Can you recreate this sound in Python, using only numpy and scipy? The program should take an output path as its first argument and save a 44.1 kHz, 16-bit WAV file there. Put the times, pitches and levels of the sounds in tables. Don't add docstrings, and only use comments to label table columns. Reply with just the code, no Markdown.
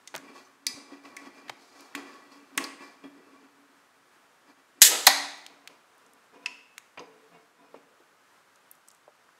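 import sys
import numpy as np
from scipy import signal
from scipy.fft import rfft, irfft, next_fast_len
from scipy.io import wavfile
from scipy.ndimage import uniform_filter1d

SR = 44100
rng = np.random.default_rng(int(sys.argv[2]) if len(sys.argv) > 2 else 0)


def decibels_to_gain(level_db):
    exponent = np.asarray(level_db, float) / 20
    return 10 ** exponent


def transcribe(u):
    v = np.clip(np.atleast_2d(u).T, -1, 1)
    q = np.round(v * 32767).astype(np.int16)
    wavfile.write(sys.argv[1], SR, q)


N = 414099

SEAL_S, LID_S = 4.8176, 5.0668


def evened(x):
    return x / np.sqrt(np.mean(x ** 2) + 1e-20)


def coloured(x, points):
    size = next_fast_len(len(x))
    point_hz, point_db = np.transpose(points)
    hz = np.fft.rfftfreq(size, 1 / SR)
    gain = decibels_to_gain(np.interp(np.log(hz + 1), np.log(point_hz + 1), point_db))
    return irfft(rfft(x, size) * gain, size)[:len(x)]


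def add(mix, start_s, sound):
    part = mix[round(start_s * SR):][:len(sound)]
    part += sound[:len(part)]


def ring(x, hz, t60_s):
    r = np.exp(-np.log(1000) / (max(t60_s, .002) * SR))
    w = 2 * np.pi * hz / SR
    return signal.lfilter([0, np.sin(w)], [1, -2 * r * np.cos(w), r * r], x)


def slips(per_s, spread_db, size=N):
    where, big, sign = rng.random((3, size))
    big = decibels_to_gain(-spread_db * np.log(big + .01))
    return (where < per_s / SR) * big * np.sign(sign - .5)


def swell(t, peak_s, db, rise_s, fall_s):
    rising = (peak_s - t) / np.maximum(rise_s, 1e-4)
    falling = (t - peak_s) / np.maximum(fall_s, 1e-4)
    return decibels_to_gain(db - 20 * np.maximum(rising, falling))


def burst(noise, t60_s, rise_s=0.0005):
    t = np.arange(len(noise)) / SR
    start = np.minimum(t / rise_s, 1) * (t < t[-1] / 2)
    z = rfft(noise * start * decibels_to_gain(-60 * t / max(t60_s, .002)))
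    lumps = uniform_filter1d(abs(z), size=len(noise) // 128)
    return irfft(z / lumps) * start


def cracks(rows):
    out, hz = np.zeros(N), np.fft.rfftfreq(8192, 1 / SR)
    for start_s, peak_db, centre_hz, octaves, t60_s, *_ in rows:
        away = np.log2((hz + 20) / centre_hz) / max(octaves, .1)
        colour = 1 / (1 + away ** 4) + 1.3 / (1 + (10.0 * away) ** 2)
        crack = irfft(rfft(burst(rng.standard_normal(8192), t60_s)) * colour)[:4096]
        crack[:16] *= np.arange(16) / 16
        crack[2048:] *= np.hanning(4096)[2048:]
        add(out, start_s, decibels_to_gain(peak_db) * crack / abs(crack).max())
    return out


def tear(start_s, db, t60_s, snaps_per_s, tone):
    t = np.arange(32768) / SR
    out = np.zeros(N)
    snaps = evened(coloured(slips(snaps_per_s, 1.7, size=32768), tone))
    add(out, start_s, snaps * decibels_to_gain(db - 60 * t / t60_s))
    return out


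def strokes(rows, rustle_db):
    t = np.arange(0, N, 32) / SR
    peak_s, db, rise_s, fall_s, dry_db = np.transpose(rows)[:, :, None]
    power = swell(t, peak_s, db, rise_s, fall_s) ** 2
    shares = decibels_to_gain([-.6 * dry_db, 0 * dry_db, 1.4 * dry_db + rustle_db]) ** 2
    return [np.interp(np.arange(N) / SR, t, np.sqrt(line)) for line in (shares * power).sum(axis=1)]


def can_wall(knocks, rubbing, modes, split_hz=800):
    # hz, db_per_hz
    skin_tone = [(88, -48.5), (150, -24), (275, -10), (309, 3.5), (534, 1.5), (700, 2.5), (1060, 2.5),
                 (7770, -31), (16000, -45.5)]
    damping_db = 2.8
    deep, upper, rustle = rubbing
    start_s, peak_db, centre_hz, octaves, _, ring_db = np.transpose(knocks)
    spot = rng.standard_normal((len(start_s), len(modes)))
    drive, struck, low, high = slips(1500, 2.6), 0, 0, 0
    knots = np.arange(0, N + 3000, 3000)
    for (hz, db, t60_s), chance in zip(modes, spot.T):
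        near_db = -4.0 * abs(np.log2(hz / centre_hz)) / np.maximum(octaves, .2)
        blows = np.zeros(N)
        blows[np.round(start_s * SR).astype(int)] = decibels_to_gain(peak_db + ring_db + db + near_db + 1.9 * chance)
        struck = struck + ring(blows, hz, t60_s)
        free = np.interp(np.arange(N), knots, rng.standard_normal(len(knots)))
        hum = decibels_to_gain(db + damping_db * free) * evened(ring(drive, hz, .5 * t60_s))
        if hz < split_hz:
            low = low + hum
        else:
            high = high + hum
    skin = evened(coloured(slips(4000, 0.83), skin_tone))
    bright = evened(coloured(skin, [(2500, -28.5), (4500, 1.0), (16000, 0)]))
    rubbed = deep * evened(low) + upper * (.6 * evened(high) + 0.55 * skin) + 0.51 * rustle * bright
    return cracks(knocks) + struck + rubbed


def air():
    # hz, db_per_hz
    air_tone = [(25, -24), (60, -21), (120, -12), (250, -8), (500, -6.5), (800, -6), (1200, -2.5),
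                (1600, -4.5), (2200, -10.5), (4000, -16.5), (8000, -20), (13000, -26.5), (16200, -32)]
    waver = decibels_to_gain(.8 * evened(uniform_filter1d(rng.standard_normal(N), 6000)))
    return decibels_to_gain(-62.5) * evened(waver * coloured(rng.standard_normal(N), air_tone))


def sealed_can():
    # start_s, peak_db, centre_hz, ring_db
    tick_rows = [
        (0.0745, -35, 3520, -33),
        (1.053, -42, 2020, -24),
        (1.95, -22.5, 1950, -14.5),
        (2.578, -12.5, 1940, -21),
    ]
    # start_s, peak_db, centre_hz, t60_s, ring_db
    nail_rows = [
        (0.6666, -14.5, 4680, 0.031, -11.5),
        (0.6665, -26, 2420, 0.016, -12),
        (1.1673, -32, 2090, 0.029, -7),
        (2.6412, -27.5, 4800, 0.031, -20),
    ]
    # start_s, peak_db, octaves, t60_s, ring_db
    thud_rows = [(0.302, -63, 1.3, 0.035, 4), (0.919, -40, 1.1, 0.047, -8.5),
                 (1.9497, -29, 1.7, 0.011, -10.5), (2.517, -49, 1.4, 0.03, -14), (2.571, -38, 2, 0.03, -9),
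                 (2.576, -28, 2.3, 0.048, -8), (2.807, -45.5, 2.3, 0.03, -2), (3.039, -39, 1.9, 0.093, -7)]
    # hz, db, t60_s
    sealed_modes = [(281, 5.5, 0.29), (354, -4, 0.11), (420, -12.5, 0.13), (1122, -3.5, 0.18),
                    (1133.3, -8.5, 0.17), (1751, -8, 0.23), (1950, -5, 0.16), (2360, -5, 0.13),
                    (2400, -11.5, .12), (2630, -9.5, 0.177), (3310, -14, 0.15), (4390, -13, 0.12),
                    (4800, -14, 0.15), (5052, -16, .15), (6300, -17, 0.11)]
    # (rise, fall per
    # 20 dB)
    handling = [(.074, -63, .012, .03, 11), (.13, -62, 0.066, .15, 3), (.21, -62, .05, .2, -2),
                (.302, -50, 0.18, 0.11, -4.5), (.364, -49, 0.044, 0.14, 6.5), (.69, -48, .008, 0.073, -3),
                (.782, -49.5, 0.13, 0.12, -2), (.935, -48.5, 0.097, 0.09, 0), (1.058, -49.5, .05, 0.16, 3.5),
                (1.15, -56, 0.12, 0.057, -12), (1.19, -53.5, .02, .15, 6), (1.266, -46, 0.095, 0.072, -0.5),
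                (1.382, -52, .12, 0.13, 2.5), (1.47, -54, .08, 0.057, -10), (1.52, -58.5, 0.022, 0.18, -7),
                (1.62, -61.5, 0.091, 0.47, 12.5), (1.802, -52, 0.14, 0.22, 7.5),
                (1.93, -57.5, 0.037, 0.035, 4),
                (1.979, -40, 0.025, 0.12, -0.5), (2.08, -51, .1, 0.5, 2), (2.14, -56, .05, .06, 8),
                 (2.32, -53.5, .03, 0.15, 7), (2.43, -63, 0.14, 0.031, -15), (2.518, -65, .03, .03, 0),
                 (2.556, -54.5, .04, 0.022, 0), (2.6, -36, 0.016, 0.088, 1.5),
                 (2.646, -41, .04, 0.029, 8.5), (2.67, -46, .03, 0.13, 3), (2.824, -47.5, 0.049, 0.2, 4.5),
                 (3.05, -50, 0.035, 0.061, -9), (3.184, -56, 0.092, 0.11, -11.5),
                 (3.271, -61.5, .05, .2, -9), (3.344, -59.5, .15, 0.27, 1), (3.466, -59.5, 0.24, 0.051, -4),
                 (3.57, -72.5, .05, .5, -13), (3.704, -72, .1, .08, -2), (4.0, -72.5, .5, 0.66, -2),
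                 (4.504, -55.5, 0.092, 0.048, 2), (4.6, -62.5, .08, 0.046, 2), (4.79, -63, 0.064, .02, -5)]
    ticks = [(s, db, hz, 1, 0.029, ring_db) for s, db, hz, ring_db in tick_rows]
    nail = [(s, db, hz, 0.26, t60_s, ring_db) for s, db, hz, t60_s, ring_db in nail_rows]
    thuds = [(s, db, 287, *rest) for s, db, *rest in thud_rows]
    return can_wall(ticks + nail + thuds, strokes(handling, rustle_db=-12), sealed_modes)


def knock_edges():
    # start_s, peak_db, centre_hz, octaves, t60_s
    edge_rows = [(0.0742, -33, 6400, 0.57, 0.016), (0.6669, -11.5, 5840, 1, 0.015),
                 (1.1662, -31, 6000, 0.9, 0.02), (1.951, -30, 7000, 0.74, 0.037),
                 (2.5757, -13.5, 8400, 0.98, 0.012), (2.578, -23, 6500, .55, .03),
                 (2.6399, -26.5, 4300, 1.4, 0.018), (6.4595, -26, 5190, 0.55, 0.03),
                 (6.46, -26, 2200, .5, .05), (6.9935, -46.5, 5590, 0.3, 0.019)]
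    return cracks(edge_rows)


def lone_modes():
    # start_s, hz, height_db, t60_s
    lingering = [(.671, 280, -41, .12), (2.82, 1750, -55, .4), (5.076, 183, -46, 1.1),
                 (5.077, 285, -47, 1.5), (5.078, 318, -53, 1.0), (5.079, 361, -51, 1.2),
                 (6.335, 425, -58, .5), (6.461, 2690, -53, .7), (6.975, 178, -54, 1.0),
                 (6.99, 447, -53, 1.8)]
    ping_rows = [(.0745, 2000, -48.5, .06), (0.0742, 3550, -45, .05), (.45, 6120, -58, .07),
                 (.669, 1954, -35, 0.089), (.668, 5040, -32, .2), (.668, 4560, -25, .07),
                 (1.9415, 1900, -45, 0.033), (1.951, 9200, -39.5, .02), (1.951, 12800, -40, .01),
                 (2.577, 8900, -28, .018), (2.577, 5960, -32, .02), (2.578, 4490, -34, .025),
                 (2.825, 2400, -56, .3), (3.04, 3290, -56, .15), (5.067, 4200, -2.5, .013),
                 (5.07, 1850, -9, .035), (5.075, 2294, -30.5, 0.41), (5.075, 1880, -31, 0.36),
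                 (5.074, 820, -13, .055), (6.456, 1110, -45, .03), (6.4598, 2643, -16, .022),
                 (6.4598, 5190, -30, .015), (6.46, 10200, -35, .006), (6.9745, 946, -41, .04),
                 (6.9755, 4800, -50, .03), (6.9935, 1054, -37, .035), (6.9932, 4900, -46, .04),
                 (6.9935, 6300, -47, .03), (7.04, 440, -56, 1.4)]
    out, t = np.zeros(N), np.arange(SR) / SR
    for start_s, hz, db, t60_s in lingering + ping_rows:
        wobble = 1 + .006 * evened(uniform_filter1d(rng.standard_normal(SR), 1500))
        tone = np.sin(2 * np.pi * hz * np.cumsum(wobble) / SR)
        envelope = np.minimum(t * hz / 2, 1) * decibels_to_gain(db - 60 * t / t60_s) * (1 - t)
        add(out, start_s, envelope * tone)
    return out


def kitchen(x):
    # hz, t60_s
    decay = [(150, 0.54), (400, 1), (1000, .7), (2500, 0.74), (5000, 0.55), (9000, 0.57), (15000, 0.15)]
    echoes, at = np.zeros(SR), np.arange(260, SR - 20, 12)
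    echoes[at + rng.integers(0, 12, len(at))] = rng.choice([-1., 1.], len(at))
    hz, t, z = signal.stft(echoes, SR, nperseg=256)
    decay_hz, t60_s = np.transpose(decay)
    band_t60_s = np.interp(np.log(hz + 1), np.log(decay_hz), t60_s)[:, None]
    tail = signal.istft(z * decibels_to_gain(-60 * t / band_t60_s), SR, nperseg=256)[1]
    return signal.fftconvolve(x, tail / np.linalg.norm(tail))[:N]


def thumps():
    # start_s, peak_db, centre_hz, octaves, t60_s
    thump_rows = [(0.14, -50, 180, 0.8, 0.15), (0.74, -52, 150, 0.8, 0.07), (1.496, -57, 150, 0.41, 0.12),
                  (1.95, -56, 150, .8, 0.1), (1.1, -68, 130, .6, .08), (2.575, -58, 130, .6, .12),
                  (3.04, -64, 130, .6, .1), (6.975, -59, 130, .6, .12)]
    return cracks(thump_rows)


def close_clicks():
    # start_s, peak_db, centre_hz, octaves, t60_s
    low_rows = [(0.141, -28, 800, 1.6, 0.03), (0.147, -26.5, 714, 1.9, 0.058),
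                (.165, -33.5, 1400, 0.98, .06), (.178, -37, 1700, .6, .03), (1.496, -25, 960, 1.3, 0.026),
                (9.078, -40, 630, 0.78, 0.058), (9.29, -45, 1300, 0.4, 0.027)]
    high_rows = [(0.1515, -25.5, 2570, 1.3, 0.0075), (0.1619, -24, 6590, 1.4, 0.0085),
                 (0.1792, -36, 5500, 0.6, 0.0074), (1.4814, -39, 1860, 1.4, 0.05),
                 (1.495, -25, 2220, 1.35, 0.02), (1.5135, -52, 2290, 1.3, 0.01),
                 (1.807, -38, 6000, 1.4, 0.011), (5.4637, -28.5, 3210, 1.23, 0.01),
                 (5.6745, -30, 2420, 1.3, 0.016), (6.78, -25, 2100, .9, 0.0091)]
    bright_rows = [(1.4983, -56, 8030, 0.92, 0.008), (5.4655, -38, 8200, 0.46, 0.0038),
                   (5.6745, -35.5, 9020, 0.9, 0.0098), (6.78, -31.5, 6500, 1, 0.01)]
    # start_s, peak_db, centre_hz
    fizz_rows = [(5.055, -31, 8000), (5.3774, -53, 8720), (5.385, -54, 8600), (5.9804, -51, 9460),
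                 (6.0634, -51, 6320), (6.1345, -47.5, 8720), (8.5579, -50.5, 6370), (8.7135, -30.5, 12220),
                 (8.752, -51, 7640), (8.8845, -37, 8100), (8.9034, -46.5, 5080), (8.9145, -45.5, 7500),
                 (8.9478, -49, 7900), (8.877, -47, 7000)]
    fizz = [(*row, 0.71, 0.01) for row in fizz_rows]
    return cracks(high_rows + low_rows + bright_rows + fizz)


def vent():
    # hz, db_per_hz
    jet_tone = [(180, -54), (300, -22.5), (487, -23), (727, -31.5), (965, -18.5), (1370, -22), (1820, -4),
                (2420, -11), (2630, -8), (3610, -3), (5290, -6), (7770, 1), (9030, -9.5), (11600, -4.5),
                (16200, -19.5)]
    # hz, db_per_hz
    gush_tone = [(59, -53.5), (100, -19), (458, -3.5), (989, -6), (1090, -16.5), (1310, -1), (1540, -14),
                 (3660, -6.5), (5000, -8), (6500, -38), (11000, -120)]
    # peak_s, db, rise_s, fall_s
    gush_rows = [
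        (4.819, -34.5, 0.0019, .08),
        (4.92, -27.5, .045, 0.16),
    ]
    leak_s, blow_db, blow_s, shut_s = 0.0076, -16, 0.055, .024
    t = np.arange(N) / SR
    down_s = SEAL_S + blow_s
    venting = (t > SEAL_S) & (t < LID_S)
    leak = decibels_to_gain(-36) * (t < SEAL_S) * np.clip((t - SEAL_S + leak_s) / .004, 0, 1)
    spurt = swell(t, SEAL_S, -7, 1, fall_s=0.022)
    blow = np.where(t < down_s, decibels_to_gain(blow_db), swell(t, down_s, blow_db, 1, shut_s))
    trickle = swell(t, down_s + shut_s, -31.5, shut_s, fall_s=0.13)
    seep = decibels_to_gain(-47.5)
    jet = leak + venting * (spurt + blow + trickle + seep)
    gush = venting * sum(swell(t, *row) for row in gush_rows)
    sputter = decibels_to_gain(1.3 * evened(uniform_filter1d(rng.standard_normal(N), 60)))
    hiss = evened(sputter * coloured(rng.standard_normal(N), jet_tone))
    return jet * hiss + gush * evened(coloured(slips(2500, 2.4), gush_tone))


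def seal_break():
    # hz, db_per_hz
    seal_tone = [(18, -60.5), (30, -28), (267, -32.5), (895, -19), (1160, -27.5), (1970, -4.5),
                 (2850, -4.5), (3090, -17), (3430, -7.5), (6280, 2), (7550, -1.5), (14200, -16.5),
                 (16200, -29.5)]
    return tear(SEAL_S, db=-1.1, t60_s=0.04, snaps_per_s=6000, tone=seal_tone)


def opened_can():
    # start_s, peak_db, centre_hz, t60_s, ring_db
    grip_rows = [
        (8, -49.5, 376, 0.069, -47),
        (6.974, -34.5, 982, 0.054, -16),
        (7.003, -39.5, 480, 0.17, -20),
        (4.892, -36, 350, .04, -30),
        (7.743, -32.5, 505, 0.053, -31),
        (4.912, -27, 600, .06, -20),
    ]
    # start_s, peak_db, centre_hz, octaves, ring_db
    jolt_rows = [
        (5.076, -36, 260, 0.64, -1),
        (6.977, -45, 600, 0.73, -4),
    ]
    # start_s, peak_db, centre_hz, octaves, ring_db
    tab_rows = [
        (6.459, -26, 2120, 0.83, -14.5),
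        (6.4599, -25, 2720, 0.22, -15),
        (6.9762, -36.5, 2520, 0.25, -29.5),
        (6.9825, -35, 2300, 0.53, -30),
        (6.9937, -39, 3000, 0.6, -30),
    ]
    # hz, db, t60_s
    opened_modes = [(175, -8, 0.4), (250, -9, .4), (282, -6, .6), (450.9, -8.5, 0.4), (495, -8.5, 0.13),
                    (686, -10, 0.22), (988, 0, 0.2), (1300, -9, .12), (2200, -9.5, 0.13),
                    (2400, -8.5, 0.13), (2480, -9.5, .16), (2770, -11.5, 0.2), (3650, -14.5, .15),
                    (5217, -17, .07)]
    # (rise, fall per 20 dB)
    lifting = [(5.5, -58, .012, .3, 5), (5.66, -60, 0.051, .02, 3), (5.7, -55, .012, .14, 8),
               (6.086, -66, 0.31, .06, -1), (6.176, -65, .1, 0.085, -1), (6.35, -54, .04, .08, -2),
               (6.37, -55, .07, 0.038, 2), (6.49, -55, .02, .15, 4), (6.44, -56, .1, .02, 1),
               (7.0, -43, 0.013, 0.043, -0.5), (7.03, -61, .03, 0.27, -14), (7.35, -55.5, 0.075, .1, -5),
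               (7.626, -57.5, .09, 0.12, 0), (7.76, -54.5, .04, 0.058, -5), (7.848, -70, 0.078, 0.087, -12)]
    grip = [(s, db, hz, 1.17, t60_s, ring_db) for s, db, hz, t60_s, ring_db in grip_rows]
    blows = [(*rest, 0.028, ring_db) for *rest, ring_db in tab_rows + jolt_rows]
    return can_wall(blows + grip, strokes(lifting, rustle_db=-19), opened_modes)


def lid_rip():
    # start_s, peak_db, centre_hz, octaves, t60_s
    rip_rows = [
        (5.0692, 0.5, 4150, .36, 0.045),
        (5.073, -9, 5800, .4, .04),
        (5.0667, -5, 11440, 0.55, 0.05),
        (5.0685, -1.5, 6300, 0.64, 0.044),
        (5.0690, -1.5, 1920, 0.67, 0.037),
        (5.0718, -8.5, 838, 0.44, 0.057),
    ]
    return cracks(rip_rows)


def last_puff():
    # hz, db_per_hz
    puff_tone = [(200, -39), (600, -15.5), (880, -2.5), (1300, -9.5), (1950, -3.5), (2900, -15), (4000, -2),
                 (5500, -11), (8000, -23.5), (16000, -40)]
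    return tear(LID_S, db=-24, t60_s=0.64, snaps_per_s=13000, tone=puff_tone)


def scene():
    # hz, db
    side_tone = [(100, -48), (1000, -54), (4000, -66), (8000, -28), (14000, -25)]
    can = sealed_can() + opened_can() + knock_edges() + lone_modes()
    can += vent() + seal_break() + lid_rip()
    close = close_clicks() + last_puff()
    near = can + close + kitchen(decibels_to_gain(-12.5) * can + decibels_to_gain(-17) * close)
    near = signal.sosfilt(signal.butter(3, 240, "high", fs=SR, output="sos"), near)
    mid = near + thumps() + air()
    side = coloured(mid * np.sign(rng.standard_normal(N)), side_tone)
    return np.array([mid + side, mid - side])


def top_cut(x):
    return signal.sosfilt(signal.butter(12, 16640, fs=SR, output="sos"), x)


def record(dry):
    top, edge_hz = .8, 15750
    held = dry / (1 + abs(dry / top) ** 6) ** (1 / 6)
    lowpass = signal.firwin(767, edge_hz, window=("kaiser", 9), fs=SR)
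    held = signal.oaconvolve(held, lowpass[None], "same")
    held = signal.sosfilt(signal.butter(1, 90, "high", fs=SR, output="sos"), held)
    return top_cut(held)


dry = scene()
out = record(dry)
transcribe(out)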